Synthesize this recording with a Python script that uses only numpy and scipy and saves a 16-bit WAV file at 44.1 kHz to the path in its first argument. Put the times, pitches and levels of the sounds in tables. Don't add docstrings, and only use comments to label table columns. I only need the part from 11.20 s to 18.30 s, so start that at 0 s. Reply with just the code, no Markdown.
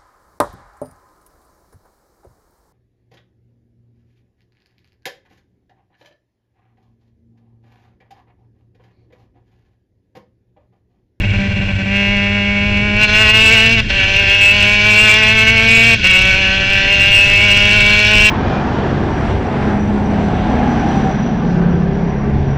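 import sys
import numpy as np
from scipy import signal
from scipy.fft import rfft, irfft, next_fast_len
from scipy.io import wavfile
from scipy.ndimage import uniform_filter1d

SR = 44100
rng = np.random.default_rng(int(sys.argv[2]) if len(sys.argv) > 2 else 0)


def gain_from_db(level_db):
    decades = np.asarray(level_db, float) / 20
    return 10 ** decades


def wrap_up_sound(samples):
    columns = np.atleast_2d(samples).T
    tamed = np.clip(columns, -1, 1)
    steps = np.round(tamed * 32767).astype(np.int16)
    wavfile.write(sys.argv[1], SR, steps)


N = 313110


def engine():
    steady_rate, surge = revs()
    load_db, favoured_hz, lean, wide = throttle()
    lone, missing = misses()
    cut_db, refire = ignition_cuts()
    turns = np.cumsum((steady_rate + surge) * (1 + 0.0015 * drift(0.02))) / SR

    clicks = blows(turns, missing, cut_db)
    rush = puffs(turns, lean, wide, refire)
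    level_db = SURGE_LEVEL_DB * surge + stumbles() + cut_db - 6 * missing
    body = bodywork(clicks, rush, load_db, favoured_hz, level_db, wide)
    low = drones(turns, steady_rate, lean, wide, lone, missing, cut_db)
    return flexed(body, 0.4 + 0.6 * wide) + low + rattle(lean, wide, cut_db)


SURGE_LEVEL_DB = -0.16

# (pitch [Hz], width [Hz], level [dB], travel time [ms])
BODY_MODES = [
    [(452, 45, 2, 0.3), (600, 163, 3.5, 2.133), (861, 39, -1, 0.41), (1074, 69, 1, 5.3),
     (1310, 48, 2, 0.47)],
    [(1519.6, 78, -0.5, 1.657), (1731, 109.3, -5, 3.22), (1937, 117, -4.5, 0.2), (2024, 70, -7, 3.2)],
    [(2274.6, 86.4, 1.5, 1.156), (2464, 74.7, -7.5, 0.17), (2600, 70.4, 0, 3.294),
     (2785.6, 83.1, 1.5, 0.087)],
    [(3132, 93, -5.5, 0.14), (3234, 66, -2.5, 2.39), (3412, 98.8, -4, 3.257), (3752, 134, -9.5, 1.06),
     (4170, 157, -9, 4), (4475, 166, -16, 0.88), (4934, 173, -16.5, 5.93), (5280, 398.5, -18, 4.63),
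     (5950, 410, -19, 2.34), (7280, 580, -28.5, 4.15), (8150, 19, -48, 2.5), (7860, 270, -46.5, 18)],
]
FULL_LOAD_DB = (-23.5, -20, -9.5, -21)
LOAD_FOLLOW = (0.351, .65, 1.01, 1.2)
RUSH_SHARE = (.08, .25, .22, .75)
MODE_SWELL_DB = (.6, 1.3, .8, 0)


def bodywork(clicks, rush, load_db, favoured_hz, level_db, wide):
    body = np.zeros(N)
    parts = zip(BODY_MODES, FULL_LOAD_DB, LOAD_FOLLOW, RUSH_SHARE, MODE_SWELL_DB)
    for modes, full_db, follows, share, swell_db in parts:
        wander_db = (0.33 + 0.35 * wide) * drift(0.023)
        part_db = full_db + follows * load_db + level_db + wander_db
        body += gain_from_db(part_db) * ring(clicks + share * rush, modes, swell_db, favoured_hz)
    return body


def blows(turns, missing, cut_db):
    clicks = firings(turns, 0.5 * missing, jitter=8e-6, spread_db=0.6, weak_db=-2.0)
    return evened(clicks) * gain_from_db(1.5 * np.maximum(cut_db, -8))


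def firings(turns, missing, jitter, spread_db, weak_db):
    lag_s = 17e-6
    at = np.interp(np.arange(1, int(turns[-1])), turns, np.arange(N))
    chance = rng.standard_normal((len(at), 2))
    second = np.arange(len(at)) % 2
    size = gain_from_db(spread_db * chance[:, 0] + weak_db * second)
    size = size * (1 - second * missing[at.astype(int)])
    at = np.clip(at + jitter * SR * chance[:, 1] + lag_s * SR * second, 8, N - 9)
    near = np.round(at).astype(int)[:, None] + np.arange(-8, 9)
    clicks = np.zeros(N + 1)
    np.add.at(clicks, near, size[:, None] * np.sinc(near - at[:, None]) * np.hanning(17))
    return clicks[:N]


def puffs(turns, lean, wide, refire):
    rush = evened((0.5 + np.exp(-(turns % 1) / 0.9)) * rng.standard_normal(N))
    ragged_lean, ragged_part, ragged_wide = 1.7, 0.55, 1.65
    ragged = ragged_part + lean * (ragged_lean - ragged_part) + wide * (ragged_wide - ragged_part)
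    return rush * (ragged + refire)


# (firing rate [1/s], firing drone level [dB], shaft drone level [dB])
BOOM_BY_SPEED = [(184, -25.5, -46), (191.3, -30, -30), (200.7, -38, -26), (202.6, -25.5, -25.5),
                 (212.3, -25.5, -25), (213.3, -26.5, -23), (230, -20.5, -23)]
# (firing level [dB], shaft level [dB])
PART_THROTTLE_DB = (-19, -25)


def drones(turns, steady_rate, lean, wide, lone, missing, cut_db):
    speeds, *booms_db = np.transpose(BOOM_BY_SPEED)
    levels_db = []
    for part_db, boom_db in zip(PART_THROTTLE_DB, booms_db):
        wide_db = np.interp(steady_rate, speeds, boom_db)
        levels_db.append(part_db + wide * (wide_db - part_db))
    firing_db, shaft_db = levels_db
    shaft_db = shaft_db - 5.4 * lean + 0.3 * cut_db + 0.86 * drift(0.055)
    firing_db = firing_db + 0.33 * cut_db + 0.44 * drift(0.041) - 9.8 * missing
    shaft = (gain_from_db(shaft_db) + lone) * np.cos(np.pi * turns)
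    firing = gain_from_db(firing_db) * np.cos(2 * np.pi * turns + 0.99)
    return np.sqrt(2) * (shaft + firing)


# (time [s], firing rate [1/s])
ENGINE_SPEED = [(0, 197.5), (.42, 196.5), (.62, 192.8), (.75, 199.5), (1.6, 204), (2.1, 215.5),
                (2.54, 225.4), (2.62, 219), (2.7, 194.7), (2.8, 192.1), (3.6, 207.8), (4.69, 228.4),
                (4.76, 223.7), (4.84, 182), (4.95, 187.4), (6, 199.9), (7.1, 211.5)]
# (time [s], surge in firing rate [1/s])
DRIVELINE_BUMPS = [(0.935, 2.0), (1.169, 1.4), (1.483, 1.4), (1.668, 2.4), (1.834, 4.4), (2.024, 4.4),
                   (2.173, 1.1), (2.253, 3.9), (2.338, 6.2), (2.55, 4.5), (2.78, 2.8), (3.012, 3.4),
                   (3.167, 1.5), (3.377, 3.1), (3.552, 1.4), (3.693, 2.8), (3.857, 3.0), (4.005, 2.0),
                   (4.157, 2.5), (4.345, 2.4), (4.686, 1.4), (4.899, 4.5), (5.207, 2.7), (5.538, 1.6),
                   (5.723, 2.2), (5.909, 1.8), (6.264, 3.1), (6.57, 3.0), (6.935, 1.6)]


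def revs():
    shuffle_hz, shuffle_s, lead = 6.0, 0.058, 0.76
    t = np.arange(N) / SR
    coarse = t[::32]
    surge = np.zeros(len(coarse))
    for s, size in DRIVELINE_BUMPS:
        swing = np.cos(2 * np.pi * shuffle_hz * (coarse - s) + lead)
        surge += size * np.exp(-((coarse - s) / shuffle_s) ** 2) * swing
    return played(ENGINE_SPEED)[0], np.interp(t, coarse, surge)


# (time [s], load level [dB] below full, pitch of the cowl panel that rings most [Hz])
ENGINE_LOAD = [(0, -14, 2290), (.66, -14.5, 2430), (.755, -5, 2240), (1.1, -7.5, 2120), (1.745, -7.5, 2590),
               (1.83, 0, 2720), (2.3, 2, 2700), (2.6, -0.5, 2910), (2.75, -3, 2780), (3.1, -1, 2600),
               (3.6, 0, 2710), (3.9, 2.5, 2340), (4.3, -0.5, 2530), (4.7, 1, 2600), (5.1, -1, 2600),
               (5.45, -2, 2770), (6.1, -1, 2740), (7.1, 2.5, 2640)]


def throttle():
    lean_below_db, floored_s, flooring_s = -11, 1.83, 0.089
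    load_db, favoured_hz = played(ENGINE_LOAD)
    lean = np.clip((lean_below_db - load_db) / 2, 0, 1)
    wide = np.clip((np.arange(N) / SR - floored_s) / flooring_s + 1, 0, 1)
    return load_db, favoured_hz, lean, wide


# (time [s], length [s], shaft drone level [dB])
ROTOR_MISSES = [(0.0, 0.032, -21.5), (0.056, 0.078, -15), (0.167, 0.019, -14.5), (0.278, 0.026, -16),
                (0.332, 0.029, -16.5), (0.394, 0.014, -15.5), (0.444, 0.039, -22), (0.518, 0.067, -17.5),
                (0.625, 0.032, -20.5)]


def misses():
    t = np.arange(N) / SR
    lone = uniform_filter1d(sum(gain_from_db(db) * (t > s) * (t < s + length) for s, length, db in ROTOR_MISSES), 200)
    return lone, np.clip(lone / gain_from_db(-26.5), 0, 1)


# (time [s], length [s], depth [dB])
SHIFT_CUTS = [
    (2.613, 0.08, -15.5),
    (4.754, 0.08, -10),
]


def ignition_cuts():
    t = np.arange(N) / SR
    cut_db, refire = np.zeros(N), np.zeros(N)
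    for s, length, db in SHIFT_CUTS:
        cut_db += db * (t > s) * (t < s + length)
        refire += 1.5 * (t > s) * np.exp(-np.maximum(t - s - length, 0) / 0.12)
    return uniform_filter1d(cut_db, 800), refire


# (time [s], level [dB])
WEAK_FIRINGS = [(1.87, -8.5), (1.915, -3), (2.045, -2), (2.125, -6), (2.44, -1.5), (2.485, -1.5),
                (2.562, -4), (2.723, -4.5), (2.865, -2), (2.925, -1.5), (3.061, -2.5), (3.18, -3),
                (4.141, -3), (4.25, -3.5), (4.889, -3.5), (5.39, -3.5), (5.9, -0.5)]


def stumbles():
    t = np.arange(N) / SR
    coarse = t[::32]
    return np.interp(t, coarse, sum(db * np.exp(-((coarse - s) / 0.013) ** 2) for s, db in WEAK_FIRINGS))


def ring(x, modes, swell_db, favoured_hz=0):
    size = next_fast_len(N + 8192)
    hz = np.fft.rfftfreq(size, 1 / SR)
    power = np.array([gain_from_db(2 * db) / (1 + ((hz - f) / width) ** 2) ** 2 for f, width, db, ms in modes])
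    total = power.sum(0)
    late_s = np.transpose(modes)[3] @ power / total / 1000
    delay = np.exp(-2j * np.pi * np.cumsum(late_s) * hz[1])
    whole = rfft(x, size) * delay / np.sqrt(total)
    if not swell_db:
        return evened(irfft(whole * total, size)[:N])
    out = np.zeros(N)
    for (f, *_), share in zip(modes, power):
        favour_db = 5.1 * np.exp(-((f - favoured_hz) / 320) ** 2)
        out += gain_from_db(swell_db * drift(0.019) + favour_db) * irfft(whole * share, size)[:N]
    return evened(out)


def flexed(x, depth):
    flex_db, flex_radians, stiff_below_hz = 2.0, 1.0, 1200
    z = signal.stft(x, nperseg=1024, noverlap=768)[2]
    frames = z.shape[1]
    patches = rng.standard_normal((frames, 256, 2)).T
    patches = uniform_filter1d(patches, 4, 1)
    patches = uniform_filter1d(uniform_filter1d(patches, 13, 2), 17, 2)
    gain, slip = evened(patches) * depth[np.minimum(np.arange(frames) * 256, N - 1)]
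    hz = np.arange(256)[:, None] * SR / 1024
    gain = gain * np.clip(hz / stiff_below_hz - 0.4, 0.3, 1)
    z[:256] *= gain_from_db(flex_db * gain - 0.115 * flex_db ** 2) * np.exp(1j * flex_radians * slip)
    return signal.istft(z, nperseg=1024, noverlap=768)[1][:N]


PART_RATTLE_DB = (-41, -35, -27, -37.5)


def rattle(lean, wide, cut_db):
    out = np.zeros(N)
    for modes, rattle_db in zip(BODY_MODES, PART_RATTLE_DB):
        calm_db = 1.5 * (1 - lean) * (1 - wide)
        level_db = rattle_db - calm_db + 0.08 * cut_db + 1.5 * drift(0.01)
        out += gain_from_db(level_db) * ring(rng.standard_normal(N), modes, swell_db=0)
    return out


# (time [s], peak level [dB], pitch [Hz])
DOG_CLUNKS = [(2.647, -15, 61.5), (2.68, -18, 92), (4.765, -27, 78), (4.79, -28.5, 72),
              (4.804, -16.5, 91.6)]


def gearbox():
    out, t = np.zeros(N), np.arange(1500) / SR
    for s, db, hz in DOG_CLUNKS:
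        push = gain_from_db(db - 60 * t / 0.042) * np.sin(2 * np.pi * hz * t)
        out[round(s * SR):][:len(t)] += push
    return out


# (pitch [Hz], level per Hz [dB])
BUFFET_SPECTRUM = [(12, -52), (20, 2), (97, -1.5), (170, -10), (370, -19), (500, -25), (650, -44.5),
                   (1100, -120)]
# (time [s], level [dB])
WIND_GUSTS = [(0.0, -19.5), (0.1, -25.5), (1.22, -28.5), (1.34, -29.5), (1.5, -23), (2.06, -25.5),
              (2.63, -24), (3.1, -28), (6.72, -23.5), (6.92, -26), (6.94, -22.5), (7.1, -25)]


def wind():
    frames, hz = N // 512 + 5, np.fft.rfftfreq(2048, 1 / SR)
    a, b, patches = rng.standard_normal((frames, 1025, 3)).T
    patches = evened(uniform_filter1d(uniform_filter1d(patches, 3, 0), 4, 1))
    f, db = np.transpose(BUFFET_SPECTRUM)
    spectrum_db = np.interp(np.log(hz + 1), np.log(f + 1), db)[:, None]
    z = (a + 1j * b) * gain_from_db(spectrum_db + 1.7 * patches)
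    noise = signal.istft(z, nperseg=2048, noverlap=1536)[1][:N]
    return gain_from_db(played(WIND_GUSTS)[0] + 4.5 + 0.5 * drift(0.035)) * evened(noise)


# (pitch [Hz], width [Hz], level [dB], travel time [ms])
HISS_MODES = [(6900, 300, -4, 0), (7550, 110, 3, 0), (8300, 350, -6, 0)]


def electronics():
    return gain_from_db(-56) * ring(rng.standard_normal(N), HISS_MODES, swell_db=0)


def evened(x):
    return x / np.sqrt(np.mean(x ** 2) + 1e-20)


def drift(seconds):
    step, span = 32, int(seconds * SR / 32) + 1
    coarse = rng.standard_normal(N // step + 2)
    coarse = uniform_filter1d(uniform_filter1d(coarse, span), span)
    return np.interp(np.arange(N) / step, np.arange(len(coarse)), evened(coarse))


def played(rows):
    s, *columns = np.transpose(rows)
    return [np.interp(np.arange(N) / SR, s, c) for c in columns]


def scene():
    return (engine() + gearbox() + wind() + electronics())[None]


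def roll_off(x):
    return signal.sosfilt(signal.butter(12, 15740, fs=SR, output="sos"), x)


def record(dry):
    overload, edge_hz = 0.71, 8800
    hz = np.fft.rfftfreq(N, 1 / SR)
    housing = gain_from_db(-5 / (1 + ((hz - 1270) / 110) ** 4)) / (1 + (hz / edge_hz) ** 60)
    narrow = irfft(rfft(dry) * housing * hz / (hz + 6), N)
    loaded = np.clip(narrow, -overload, overload)
    dip_db = -6 / (1 + ((hz - 10300) / 1500) ** 4)
    fall_db = -4 / (1 + (14800 / (hz + 1)) ** 20)
    dulled = irfft(rfft(loaded) * gain_from_db(-1.5 * (hz > 7000) + dip_db + fall_db), N)
    return roll_off(dulled)


dry = scene()
out = record(dry)
wrap_up_sound(out)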